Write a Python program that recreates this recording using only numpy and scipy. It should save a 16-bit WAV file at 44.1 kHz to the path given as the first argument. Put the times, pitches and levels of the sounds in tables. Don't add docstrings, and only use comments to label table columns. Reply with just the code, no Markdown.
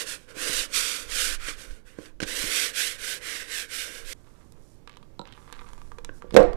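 import sys
import numpy as np
from scipy import signal
from scipy.fft import rfft, irfft
from scipy.io import wavfile

SR = 44100
rng = np.random.default_rng(int(sys.argv[2]) if len(sys.argv) > 2 else 0)


def materialize(psi):
    bounded = np.clip(np.atleast_2d(psi).T, -1, 1)
    quanta = np.round(bounded * 32767).astype(np.int16)
    wavfile.write(sys.argv[1], SR, quanta)


N = 289296
TIME = np.arange(N) / SR
CUT_S = 4.135


def from_db(db):
    return 10 ** (np.asarray(db) / 20)


def rms_one(x):
    return x / np.sqrt(np.mean(x ** 2) + 1e-20)


def in_time(rows):
    s, *columns = np.transpose(rows)
    return [np.interp(TIME, s, c) for c in columns]


def band(x, hz, kind, order=2):
    sections = signal.butter(order, np.clip(hz, 10, .45 * SR), kind, fs=SR, output="sos")
    return signal.sosfilt(sections, x + 1e-18)


def coloured(x, spectrum):
    hz, db = np.transpose(spectrum)
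    f = np.maximum(np.fft.rfftfreq(N, 1 / SR), 1)
    gain = from_db(np.interp(np.log(f), np.log(hz), db))
    low_end = np.minimum(f / hz[0], 1) ** 2
    return rms_one(irfft(rfft(x) * gain * low_end, N))


def drift(rate):
    knots = rng.standard_normal(4000)
    return rms_one(np.interp(TIME * rate, np.arange(len(knots)), knots))


def grains(per_s, spread_db):
    sizes = from_db(spread_db * np.minimum(rng.exponential(1, N), 4))
    signed = sizes * rng.choice([-1, 1], N)
    return rms_one(signed * (rng.random(N) < per_s / SR))


def ring(x, hz, width_hz):
    r, w = np.exp(-np.pi * width_hz / SR), 2 * np.pi * hz / SR
    return signal.lfilter([.5, 0, -.5], [1, -2 * r * np.cos(w), r * r], x + 1e-18)


def contact(soft_hz):
    return band(signal.unit_impulse(SR // 2), soft_hz, "low")


def burst(t60, low_hz, high_hz, order=1):
    t = TIME[:SR // 2]
    noise = band(rng.standard_normal(len(t)), low_hz, "high")
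    noise = band(noise, high_hz, "low", order=order)
    return rms_one(band(noise, 11700, "low", order=3)) * from_db(-60 * t / t60)


def add(out, s, sound):
    at = int(round(s * SR))
    out[at:at + len(sound)] += sound[:N - at]


def swell(start, top, end):
    return np.sin(np.pi / 2 * np.interp(TIME, [start, top, end], [0, 1, 0]))


def swells(rows):
    return np.sqrt(sum((from_db(db) * swell(s - length / 2, s, s + length / 2)) ** 2 for s, length, db in rows))


# pitch in Hz, strength per Hz in dB.
ROOM_COLOUR = [(35, -36), (60, -3), (115, -5.5), (248, -11), (335, -11.5), (433, -14), (599, -18.5),
               (673, -23.5), (849, -24), (1350, -31), (2200, -35), (2600, -37.5), (6120, -40),
               (15500, -50.5)]
# time in seconds, level in dB.
ROOM_LEVEL = [(0, -61.5), (4.1, -63), (4.16, -59), (6.56, -57)]
# middle in seconds, length in seconds, level in dB.
PUFFS = [(.58, 0.1, -38.5), (.8, 0.16, -43), (1.12, 0.22, -40), (1.33, 0.78, -42.5), (1.71, 0.1, -35.5),
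         (2.22, 0.21, -42.5), (2.45, .16, -40), (4.1, 0.21, -45), (4.37, .12, -53), (5.9, 0.93, -44),
         (6.48, .42, -28.5)]


def air():
    room = from_db(in_time(ROOM_LEVEL)[0]) * coloured(rng.standard_normal(N), ROOM_COLOUR)
    rumble_colour = [(14, 11.5), (22, -0.5), (40, -5), (62, -11.5), (115, -39.5), (400, -65), (2000, -120)]
    rumble = coloured(rng.standard_normal(N), rumble_colour)
    still_air_db = -55
    return room + np.hypot(from_db(still_air_db), swells(PUFFS)) * rumble


def kitchen(x):
    warm = burst(t60=0.36, low_hz=250, high_hz=1490)
    bright = burst(t60=0.16, low_hz=1800, high_hz=5000)
    build_up = np.clip((TIME[:SR // 2] - .003) / 0.0016, 0, 1)
    tail = (warm + from_db(-0.5) * bright) * build_up
    return signal.fftconvolve(x, tail / np.sqrt(np.sum(tail ** 2)))[:N]


# start in seconds, length in seconds, level in dB.
CREAKS = [(4.877, 0.084, -53.5), (5.254, 0.074, -49), (5.324, .05, -53), (5.531, 0.028, -48)]
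SLIP_GAP_S, SLIP_JITTER = 0.0095, 0.3
CREAK_FADE_DB = 4.5


def creaks():
    out = np.zeros(N)
    for start, length, db in CREAKS:
        gaps = SLIP_GAP_S * np.exp(SLIP_JITTER * rng.standard_normal(size=16))
        for age in np.cumsum(gaps) - gaps[0]:
            tick = burst(t60=0.014, low_hz=1600, high_hz=3660, order=4) * from_db(rng.normal(0, 2.5))
            if age < length:
                add(out, start + age, from_db(db - CREAK_FADE_DB * age / length) * tick)
    return out


# time in seconds, level in dB.
BLADE_KNOCKS = [(5.1936, -37.5), (5.215, -44.5)]
# pitch in Hz, width in Hz, strength in dB.
BLADE_MODES = [(145, 35, -3), (200, 28, -2), (315, 46, -0.5), (488, 44, -0.5), (560, 32, -5),
               (770, 120, 2.5), (956, 41, 3), (1340, 66, -3.5), (3980, 270, 7), (4330, 400, -9),
               (7600, 100, -10.5)]


def blade():
    out = np.zeros(N)
    force = contact(7400)
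    knock = sum((-1) ** k * from_db(db) * ring(force, hz, width)
                for k, (hz, width, db) in enumerate(BLADE_MODES))
    for s, db in BLADE_KNOCKS:
        add(out, s, from_db(db) * knock)
    return out


# time in seconds, then levels of ring, clack and snap in dB.
CLICKS = [(4.522, -72, -75, -48), (4.875, -37.5, -47, -50.5), (4.895, -43, -47.5, -52),
          (4.97, -41.5, -49, -48), (5.028, -47.5, -54, -59), (5.274, -42, -51, -55), (5.324, -51, -48, -52),
          (5.377, -41.5, -61, -64), (5.478, -41.5, -60, -70), (5.526, -33, -41, -36.5),
          (5.592, -39.5, -45.5, -67), (5.617, -39, -61, -68), (5.644, -45, -67, -67),
          (5.689, -44, -58, -55), (5.733, -41, -56, -50), (5.779, -44.5, -58.5, -52),
          (5.817, -41, -59.5, -54), (5.918, -35, -56, -54.5), (5.985, -33, -47, -48),
          (6.047, -37.5, -40.5, -34), (6.222, -33, -62, -52), (6.308, -39, -46.5, -51),
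          (6.532, -35, -47, -49)]
# pitch in Hz, width in Hz, basic strength in dB.
JAR_MODES = [(478, 21, 18.5), (974, 130, 22.5), (1158, 50, 18), (1333, 43, 4.5), (1570, 59, 10),
             (2000, 160, 0), (2520, 340, -5), (3350, 250, -0.5), (4000, 530, 9)]
CLICK_HZ, CLICK_SPREAD_OCTAVES = 1090, 0.17


def jar_clicks():
    out = np.zeros(N)
    force = contact(2840)
    for s, ring_db, clack_db, snap_db in CLICKS:
        main_hz = CLICK_HZ * 2 ** (CLICK_SPREAD_OCTAVES * rng.standard_normal())
        tone = 0
        for hz, width, mode_db in JAR_MODES:
            luck_db = rng.normal(0, 3.1)
            distance_db = 8.3 * abs(np.log2(hz / main_hz))
            tone = tone + from_db(mode_db + luck_db - distance_db) * ring(force, hz, width)
        clack = from_db(clack_db) * burst(t60=0.022, low_hz=2060, high_hz=3700, order=4)
        snap = from_db(snap_db) * burst(t60=0.0073, low_hz=4650, high_hz=8650, order=2)
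        add(out, s, from_db(ring_db) * tone / np.abs(tone).max() + clack + snap)
    return out


# time in seconds, level in dB.
CRACKLE_LEVEL = [(4.16, -69), (4.6, -76.5), (4.78, -92), (5.2, -90), (5.27, -61), (5.44, -63.5),
                 (5.53, -54), (5.66, -60.5), (5.84, -68), (6.02, -79), (6.3, -67)]
# middle in seconds, length in seconds, level in dB.
RUSTLES = [(4.33, 0.78, -74.5), (4.69, 0.25, -71), (5.42, .24, -71), (5.7, 0.74, -69.5), (6.17, 0.1, -68)]


def peeling():
    tears = grains(per_s=450, spread_db=0.5) * from_db(3.0 * drift(44))
    crackle = rms_one(sum(from_db(db / 2) * np.sqrt(width) * ring(tears, hz, width * 1.8)
                          for hz, width, db in JAR_MODES))
    crackle = rms_one(band(crackle, [700, 3500], "band", order=3))
    rustle = rms_one(band(grains(per_s=3000, spread_db=2.5), [4600, 10500], "band", order=2))
    both = from_db(in_time(CRACKLE_LEVEL)[0]) * crackle + swells(RUSTLES) * rustle
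    return both * (TIME > CUT_S)


LANDING_S, SLUMP_DB, SLUMP_T60_S = 6.366, -38, 0.37
COUNTER_HZ, COUNTER_WIDTH_HZ, COUNTER_DB = 57.5, 5, -32


def slump():
    age = TIME - LANDING_S
    patter = rms_one(band(grains(per_s=2500, spread_db=1.0), [650, 2400], "band"))
    out = patter * from_db(SLUMP_DB - 60 * np.abs(age) / SLUMP_T60_S) * (age > 0)
    add(out, LANDING_S, from_db(COUNTER_DB) * ring(contact(200), COUNTER_HZ, COUNTER_WIDTH_HZ))
    return out


# time in seconds, level in dB, cut-off of the contact in Hz, level of the crack in dB.
BLOWS = [(6.244, -36.5, 338, -79), (6.324, -24, 140, -53), (6.337, -41, 600, -50), (6.3415, -14, 198, -48),
         (6.3426, -42, 500, -33), (6.3509, -16, 470, -44), (6.3644, -1, 2150, -14.5),
         (6.374, -12, 2000, -37), (6.393, -28, 597, -39), (6.404, -14, 606, -41), (6.428, -29, 900, -42)]
# pitch in Hz, relative strength in dB, time to die by 60 dB in seconds.
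STANDING_BOWL = [(213.6, -8.5, 0.1), (238, -12.5, 0.18), (307, -14, 0.092), (369, 4.5, 0.044),
                 (453, -0.5, 0.093), (484, 3, 0.2), (515.5, -3, 0.13), (575, -6, 0.18), (668, -13, .22),
                 (708.4, -17, 0.23), (786, -41, .2), (911, -33, 0.113), (1040, -20, 0.08),
                 (1136, -27, 0.13), (1320, -43, .05), (1577, -12, 0.065), (1800, -11, 0.054),
                 (2320, -34, 0.051)]


def blows():
    out = np.zeros(N)
    for s, db, soft_hz, crack_db in BLOWS:
        force = contact(soft_hz)
        tone = 0
        for hz, mode_db, t60 in STANDING_BOWL:
            width = np.log(1000) / (np.pi * t60)
            tone = tone + from_db(mode_db - 5.0) * ring(force, hz, width)
        crack = from_db(crack_db) * burst(t60=0.038, low_hz=640, high_hz=1870)
        add(out, s, from_db(db) * tone + crack)
    return out


# time in seconds, peak of the thud in dB, cut-off of the contact in Hz, level of the slap in dB.
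PATS = [(.368, -37.5, 400, -65), (0.496, -33, 250, -46), (1.4854, -22.5, 4500, -36),
        (1.7086, -40, 3000, -54), (1.9872, -27.5, 447, -55.5), (2.057, -48, 3000, -48.5),
        (2.203, -22.5, 2400, -36), (2.218, -31, 600, -36.5), (2.2274, -22.5, 257, -32.5),
        (2.2331, -24, 3000, -32), (2.44, -30.5, 201, -72), (6.0928, -28.5, 1410, -76)]
# pitch in Hz, width in Hz, strength in dB when rubbed (before weighting by width), in dB when knocked.
HELD_BOWL = [(114, 25, -36, -9.5), (213, 74, -12.5, 0.5), (308.4, 25, -2, 1.5), (348, 24, -4.5, -6.5),
             (459.7, 64.6, 1, 7), (509.4, 37, 3, -15.5), (584, 65, -6, -31), (1059, 120, -6.5, 5),
             (1560, 97, 1.5, 15.5), (2630, 260, -17, 11.5), (4600, 450, -19, -1)]


def pats():
    out = np.zeros(N)
    for s, db, soft_hz, slap_db in PATS:
        force = contact(soft_hz)
        thud = sum(from_db(mode_db) * ring(force, hz, width) for hz, width, _, mode_db in HELD_BOWL)
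        slap = from_db(slap_db) * burst(t60=0.048, low_hz=1300, high_hz=5200, order=2)
        add(out, s, from_db(db) * thud / np.abs(thud).max() + slap)
    return out


# start, fastest moment and end in seconds, then at full speed the levels in dB
STROKES = [(-0.08, -0.017, 0.078, -41, -34.0, -47), (0.037, 0.1, 0.2, -43.5, -37.0, -52.5),
           (0.11, 0.176, 0.333, -66, -61.5, -67.0), (0.264, 0.305, 0.36, -54, -57.5, -57),
           (0.32, 0.465, 0.57, -39.5, -34.0, -44.5), (0.42, 0.584, 0.692, -38.5, -30, -46.5),
           (0.711, 0.769, 0.86, -38, -27, -57), (0.654, 0.86, 1.12, -40.5, -32.5, -50),
           (1.042, 1.225, 1.362, -37.5, -29.0, -48.5), (1.23, 1.329, 1.387, -42, -38, -53.0),
           (1.358, 1.494, 1.54, -40.5, -42, -56.0), (1.475, 1.485, 1.584, -43.5, -42.5, -58.5),
           (1.533, 1.618, 1.707, -52.0, -48.5, -57), (1.633, 1.69, 1.863, -61.5, -60, -62.5),
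           (1.839, 1.879, 2.04, -61.5, -63, -66), (1.943, 2.035, 2.14, -59, -58.5, -58.5),
           (2.26, 2.286, 2.366, -44, -38.5, -56), (2.213, 2.421, 2.604, -41.5, -33, -45.5),
           (2.42, 2.597, 2.752, -35.5, -28, -47.5), (2.713, 2.801, 3.007, -37.5, -29.5, -52.5),
           (2.938, 3.109, 3.215, -41, -34.5, -52), (3.176, 3.308, 3.533, -40.5, -38.5, -53),
           (3.438, 3.573, 3.693, -40.5, -35.5, -55), (3.662, 3.773, 3.954, -42, -35.5, -56.5),
           (3.767, 3.951, 4.09, -50, -46, -54), (4.006, 4.148, 4.183, -48.5, -39.5, -54)]
RASP_POWER, HISS_POWER, BODY_POWER = 1.65, 2.33, 0.76


def stroke_gains():
    power = np.zeros((3, N))
    for start, fastest, end, *levels_db in STROKES:
        speed = swell(start, fastest, end)
        moving = speed > 0
        for layer, db, law in zip(power, levels_db, (RASP_POWER, HISS_POWER, BODY_POWER)):
            layer[moving] += (from_db(db) * speed[moving] ** law) ** 2
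    return np.sqrt(power)


# pitch in Hz, strength per Hz in dB.
FIRST_GRIP = [(410, -43), (700, -21), (919, -23), (1070, -14), (1470, 0), (2050, -5.5), (2460, -4.5),
              (4240, -9), (6100, -9.5), (6760, -11), (8880, -9.5), (12000, -18), (14000, -23.5),
              (15500, -41)]
# pitch in Hz, strength per Hz in dB.
SECOND_GRIP = [(410, -48), (700, -22), (931, -29.5), (1180, -18), (1560, -2.5), (1780, -5), (2340, -7),
               (3820, -11), (4520, -13.5), (5790, -12.5), (6590, -16), (8430, -13), (13300, -23),
               (15500, -42)]
REGRIP_S = 2.17
SHEEN_SWING_DB, SHEEN_VALUES_PER_S = 0.7, 11


def rubbing():
    rasp_gain, hiss_gain, body_gain = stroke_gains()
    slips = grains(per_s=17000, spread_db=0.0) * from_db(0.83 * drift(110))
    path_s = 0.001096 * (1 + .25 * np.tanh(drift(6.5)))
    heard = slips + 0.31 * np.interp(TIME - path_s, TIME, slips)
    friction = np.where(TIME < REGRIP_S, coloured(heard, FIRST_GRIP), coloured(heard, SECOND_GRIP))

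    split_hz, sheen_hz = 2650, 7500
    rasp = rms_one(band(friction, split_hz, "low", order=3))
    treble = band(friction, split_hz, "high", order=3)
    sheen = from_db(SHEEN_SWING_DB * drift(SHEEN_VALUES_PER_S))
    dull = band(treble, sheen_hz, "low", order=1) / sheen
    bright = band(treble, sheen_hz, "high", order=1) * sheen
    hiss = rms_one(dull + bright)

    shudder = band(grains(per_s=1500, spread_db=1.5), 900, "low")
    body = rms_one(sum((-1) ** k * from_db(db) * width * ring(shudder, hz, width)
                       for k, (hz, width, db, _) in enumerate(HELD_BOWL)))
    return rasp_gain * rasp + hiss_gain * hiss + body_gain * body


def scene():
    rub = rubbing()
    handling = pats() + jar_clicks() + creaks() + blade() + peeling()
    landing = blows() + slump()
    first_scene = np.clip((CUT_S - TIME) / 0.0049, 0, 1)
    wiping = (rub + from_db(-20.5) * kitchen(rub)) * first_scene
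    room = kitchen(from_db(-17.5) * (handling + landing))
    sound = wiping + handling + landing + room + air()
    left = from_db(-75.0) * sound + from_db(-85) * rng.standard_normal(N)
    return np.array([left, sound])


def record(dry):
    driven = from_db(6.5) * dry
    clipped = driven / (1 + (driven / .97) ** 8) ** (1 / 8)
    cutoff_hz = 15200
    return signal.sosfilt(signal.ellip(10, .1, 80, cutoff_hz, fs=SR, output="sos"), clipped)


dry = scene()
out = record(dry)
materialize(out)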